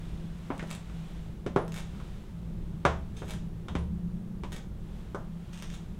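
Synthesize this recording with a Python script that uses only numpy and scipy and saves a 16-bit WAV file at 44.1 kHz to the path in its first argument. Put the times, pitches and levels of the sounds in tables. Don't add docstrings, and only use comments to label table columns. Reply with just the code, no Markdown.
import sys
import numpy as np
from scipy import signal
from scipy.fft import rfft, irfft
from scipy.io import wavfile

SR = 44100
rng = np.random.default_rng(int(sys.argv[2]) if len(sys.argv) > 2 else 0)


def output_pcm(signal):
    pcm = np.clip(np.atleast_2d(signal).T, -1, 1) * 32767
    wavfile.write(sys.argv[1], SR, np.round(pcm).astype(np.int16))


N = 264159
TIME = np.arange(N) / SR


def amp(db):
    return 10 ** (np.asarray(db) / 20)


def unit(x):
    return x / np.sqrt(np.mean(x ** 2) + 1e-20)


def read(points, hz):
    f, value = np.transpose(points)
    return np.interp(np.log(hz + 1), np.log(f + 1), value)


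def add(mix, s, sound):
    part = mix[max(round(s * SR), 0):][:len(sound)]
    part += sound[:len(part)]


def noise(spectrum):
    gain = amp(read(spectrum, np.fft.rfftfreq(N, 1 / SR)))
    return unit(irfft(rfft(rng.standard_normal(N)) * gain, N))


def drift(rate_hz):
    hz = np.fft.rfftfreq(N, 1 / SR)
    return unit(irfft(rfft(rng.standard_normal(N)) * np.exp(-(hz / rate_hz) ** 2) * (hz > 0), N))


def pulse(*spectra, size=4096):
    hz = abs(np.fft.fftfreq(size, 1 / SR))
    log_gain = np.log(amp(sum(read(s, hz) for s in spectra)))
    return np.fft.ifft(np.exp(np.conj(signal.hilbert(log_gain)))).real[:size // 2]


def push(seconds):
    shape = signal.windows.hann(round(seconds * SR))
    return shape / shape.sum()


def ring(hz, t60, t):
    return np.sin(2 * np.pi * hz * t) * np.exp(-np.log(1000) * t / t60)


def tail(decays, rise_s, size=256):
    t = np.arange(SR // 2) / SR
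    hz, frame_s, bands = signal.stft(rng.choice([-1., 1.], len(t)), SR, nperseg=size)
    bands = np.exp(1j * np.angle(bands)) * amp(-60 * frame_s / read(decays, hz)[:, None])
    out = signal.istft(bands, SR, nperseg=size)[1][:len(t)] * (1 - np.exp(-t / rise_s))
    return out / np.linalg.norm(out)


# frequency in Hz, relative density in dB.
RUMBLE_SPECTRUM = [(10, -6), (28, 1), (42, -5), (55, 1), (75, -8), (100, -6.5), (130, -6.5), (165, -8.5),
                   (205, -6), (250, -21.5), (300, -19.5), (370, -20.5), (450, -25.5), (700, -40),
                   (1500, -69), (4000, -93)]
HISS_SPECTRUM = [(150, -21), (500, 3), (1000, -0.5), (1500, -5.5), (2400, -11.5), (3500, -12),
                 (4800, -17.5), (8000, -19.5), (12000, -22), (16000, -24)]

def room_air():
    rumble = noise(RUMBLE_SPECTRUM) * amp(-40 + 1.3 * drift(rate_hz=1.9))
    return rumble + amp(-61.5) * noise(HISS_SPECTRUM)


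# time in seconds, level in dB.
HUM_LEVELS = [(0,-40.5), (2.3,-44.5), (3.9,-41.5), (4.7,-55.5), (5.2,-47), (5.99,-49.5)]

def hum(pitch_hz=166.6, waver_hz=2.24, swell_db=3):
    cycles = np.cumsum(pitch_hz + waver_hz * drift(rate_hz=8.7)) / SR
    tone = np.sin(2 * np.pi * cycles) * amp(swell_db * drift(rate_hz=4))
    return unit(tone) * amp(np.interp(TIME, *np.transpose(HUM_LEVELS)))


# frequency in Hz, relative density in dB.
RUSTLE_SPECTRUM = [(200, -36), (600, 0), (1200, -4), (2200, -6.5), (3600, -6.5), (4600, -14), (8000, -17),
                   (12000, -27), (16000, -36)]
# middle in seconds, length in seconds, peak level in dB.
LEG_MOVES = [(.08,0.45,-58), (.52,0.46,-58), (1.04,0.56,-57.5), (2.02,0.49,-58.5), (2.9,1.9,-66.5),
             (4.98,0.34,-62), (5.65,0.59,-60.5)]

def shaft_rustle(edge_db=-6.5):
    power = sum(amp(db + edge_db * (2 * (TIME - s) / length) ** 2) ** 2 for s, length, db in LEG_MOVES)
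    return noise(RUSTLE_SPECTRUM) * np.sqrt(power)


# delay in seconds, relative gain.
REFLECTIONS = [(.0022, 0.67), (.0047, -0.29), (0.0087, 0.091), (0.0123, 0.48), (0.0161, -0.25)]
# frequency in Hz, T60 in seconds.
ROOM_DECAY = [(150, 0.21), (400, 0.34), (1000, 0.32), (2800, 0.3), (7000, 0.33), (14000, 0.065)]

def room(echo_db, wet_db):
    path = amp(wet_db) * tail(ROOM_DECAY, rise_s=0.0016)
    path[0] += 1
    for delay, gain in REFLECTIONS:
        add(path, delay, np.array([gain * amp(echo_db)]))
    return path


# frequency in Hz, relative level in dB.
BLOW_SPECTRUM = [(40, -38.5), (120, 12.5), (350, 14), (600, 5), (900, -4.5), (1450, -3), (1800, -4),
                 (2400, -3.5), (3600, -1.5), (4400, -8.5), (6000, -3.5), (9000, -9.5), (11500, -22),
                 (16000, -35)]
BAND_CENTRES = [300, 1050, 2600, 6500]
# frequency in Hz, relative level in dB, T60 in seconds.
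BOARD_MODES = [(181, -8, 0.29), (247.8, -0.5, 0.044), (397, 0, 0.102), (522, -8.5, 0.21),
               (579.4, -3.5, 0.2), (656, -6, 0.45), (731, 1.5, 0.13), (810, -4.5, 0.34), (872.4, 4.5, 0.14),
               (920, -12, 0.4), (989, -3, 0.23), (1146, -36, 0.17), (1210, -10, 0.2), (1275, -6, 0.092),
               (1260, -23, .12), (1516, 2, 0.11), (2200, -23, 0.079)]
FLOOR_LEAD_S = 0.0015

def footfall(knock_db, thud_db, clack_db, tick_db, spot_hz, spot_db):
    t = np.arange(SR // 2) / SR
    airborne = room(echo_db=-0.5, wet_db=0.5)
    add(airborne, 0.0007, amp(3) * push(0.0004))
    rattle = amp(-2) * tail([(200, 0.028), (1500, 0.097), (8000, 0.036)], rise_s=0.0026)
    modes = amp(-43.5) * sum(amp(db) * ring(hz, t60, t) for hz, db, t60 in BOARD_MODES)
    path = np.zeros(len(t))
    add(path, 0, -amp(-6.5) * push(0.0011))
    add(path, FLOOR_LEAD_S, airborne + rattle + modes)
    hardness = list(zip(BAND_CENTRES, (thud_db, knock_db, clack_db, tick_db)))
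    spot = [(spot_hz / 1.47, 0), (spot_hz, spot_db), (spot_hz * 1.36, 0)]
    return amp(24.5) * signal.fftconvolve(path, pulse(BLOW_SPECTRUM, hardness, spot))[:len(t)]


# start in seconds, relative knock, thud, clack and tick levels in dB,
# resonance of the spot in Hz, its height in dB.
FOOTFALLS = [(0.5035,-19.5,-37,-38.5,-68,270,11.5), (0.595,-32,-59,-38,-49,1950,9.5),
             (0.627,-34,-41,-46,-51,600,1.5), (0.8982,-49,-63,-49,-62,1200,10),
             (1.464,-29.5,-30.5,-37.5,-47.5,222,3.5), (1.562,-10.5,-25,-32,-44,416,6),
             (1.9493,-40,-62,-59,-66,980,1), (2.001,-45,-57,-50,-60,1220,12),
             (2.852,-5.5,-26,-21.5,-33.5,146,7.5), (3.22,-31.5,-40.5,-45.5,-72,557,2.5),
             (3.6843,-28,-51,-43,-48.5,3400,9.5), (3.753,-28,-32,-32.5,-45,990,8),
             (4.436,-39.5,-41.5,-38,-49,1013,17.5), (5.1471,-22,-37.5,-49,-49.5,1490,6)]

def steps():
    out = np.zeros(N)
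    for s, *blow in FOOTFALLS:
        add(out, s - FLOOR_LEAD_S, footfall(*blow))
    return out


def creak(strokes, snaps, spectrum, swarm_db, snap_db, slips_per_s, spread_db, range_db=26):
    sizes = rng.choice([-1, 1], N) * amp(spread_db * np.minimum(rng.exponential(1, N), 3))
    swarm = unit((rng.random(N) < slips_per_s / SR) * sizes)
    strain = sum(amp(db - range_db * np.maximum((s - TIME) / build, (TIME - s) / release))
                 for s, build, release, db in strokes)
    clicks = amp(swarm_db) * swarm * strain
    for s, db in snaps:
        snap = tail([(1000, 0.004), (10000, 0.0057)], rise_s=0.000077, size=32)
        add(clicks, s, amp(db + snap_db) * snap)
    response = signal.fftconvolve(room(echo_db=-6, wet_db=-2.5), pulse(spectrum))
    return signal.fftconvolve(clicks, response)[:N]


# peak time, build and release in seconds, relative level in dB.
SOLE_TWISTS = [(.715,0.068,0.047,-43), (1.768,0.028,0.069,-34.5), (3.322,0.18,0.089,-43.5),
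               (4.53,0.026,0.04,-42), (4.566,0.021,0.025,-43)]
# start in seconds, relative level in dB.
SHARP_CLICKS = [(0.5796,-47), (0.705,-39.5), (0.712,-34), (0.7285,-40.5), (0.7502,-38), (1.680,-44.5),
                (1.7215,-40.5), (1.7425,-37), (3.3072,-35.5), (3.337,-40.5), (4.521,-42), (5.624,-37)]
# frequency in Hz, gain in dB.
SOLE_SPECTRUM = [(200, -0.5), (600, 8.5), (1000, 4.5), (1500, 7), (2400, 4), (3500, 4.5), (4500, -3.5),
                 (6500, -2), (8500, -4.5), (11500, -9.5), (16000, -18)]

def sole_creaks():
    return creak(SOLE_TWISTS, SHARP_CLICKS, SOLE_SPECTRUM,
                 swarm_db=-4, snap_db=20, slips_per_s=450, spread_db=4)


# start in seconds, level in dB.
LANDINGS = [(1.4625,-36.5), (2.85,-27), (3.682,-33.5), (3.7522,-29), (4.435,-43)]

def floor_boom(mode_hz=73.3, t60_s=1, rise_s=0.012):
    t, out = np.arange(SR // 2) / SR, np.zeros(N)
    envelope = (1 - np.exp(-t / rise_s)) * (1 - (t / t[-1]) ** 2)
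    boom = ring(mode_hz, t60_s, t) * envelope
    for s, db in LANDINGS:
        add(out, s, amp(db) * boom)
    return out


# start in seconds, relative level in dB.
LACE_STRIKES = [(1.588,-53), (1.617,-56), (1.649,-59), (3.788,-55), (3.822,-64.5), (3.837,-66)]
# nominal frequency in Hz, relative level in dB, T60 in seconds.
LACE_MODES = [(9550,-4,.018), (9950,0,.025), (10250,-4,.02)]

def lace_jingles():
    t, out = np.arange(SR // 10) / SR, np.zeros(N)
    for s, db in LACE_STRIKES:
        for hz, mode_db, t60 in LACE_MODES:
            add(out, s, amp(db + mode_db) * ring(hz * rng.uniform(0.93, 1.01), t60, t))
    return amp(-4.5) * signal.fftconvolve(out, room(echo_db=-27, wet_db=-2.5))[:N]


# peak time, build and release in seconds, relative level in dB.
SHAFT_FOLDS = [(3.168,.02,0.12,-57), (5.531,.008,0.047,-52.5), (5.605,0.056,0.11,-50.5),
               (5.742,0.065,0.057,-54)]
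# start in seconds, relative level in dB.
SHAFT_SLIPS = [(5.575,-49), (5.702,-47), (5.743,-46)]
# frequency in Hz, gain in dB.
SHAFT_SPECTRUM = [(200, -3), (900, 4.5), (2400, 2), (3400, 8), (4500, -4.5), (6400, 1.5), (7400, -3),
                  (8400, -2), (11000, -15), (16000, -18)]

def shaft_creaks():
    return creak(SHAFT_FOLDS, SHAFT_SLIPS, SHAFT_SPECTRUM,
                 swarm_db=3.5, snap_db=21, slips_per_s=730, spread_db=2)


# multiple of the firing rate, relative level in dB.
ENGINE_ORDERS = [(1,-19), (2,-9.5), (3,2), (3.5,-4), (5,-22), (6,-20)]
# start and length in seconds, initial firing rate in Hz,
# its rise in Hz per second, peak level in dB.
ENGINE_PULLS = [(3.501,1.13,54.66,7.5,-38), (4.547,1.58,54.5,4,-47.5)]

def engine():
    out = np.zeros(N)
    for start, length, start_hz, rise_hz_per_s, db in ENGINE_PULLS:
        t = np.clip(TIME - start, 0, length)
        firings = np.cumsum(start_hz + rise_hz_per_s * t + 0.5 * drift(rate_hz=8.8)) / SR
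        drone = np.zeros(N)
        for order, order_db in ENGINE_ORDERS:
            gain = amp(order_db + 2.6 * drift(rate_hz=4.5))
            drone += gain * np.sin(2 * np.pi * (order * firings + rng.random()))
        out += amp(db) * np.sin(np.pi * t / length) * unit(drone)
    return out


def scene():
    boots = steps() + floor_boom() + sole_creaks() + shaft_creaks() + lace_jingles() + shaft_rustle()
    return (boots + engine() + room_air() + hum())[None]


def record(dry):
    lowpass = signal.firwin(511, cutoff=15900, window=("kaiser", 9), fs=SR)
    return signal.oaconvolve(dry, lowpass[None], "same")


dry = scene()
out = record(dry)
output_pcm(out)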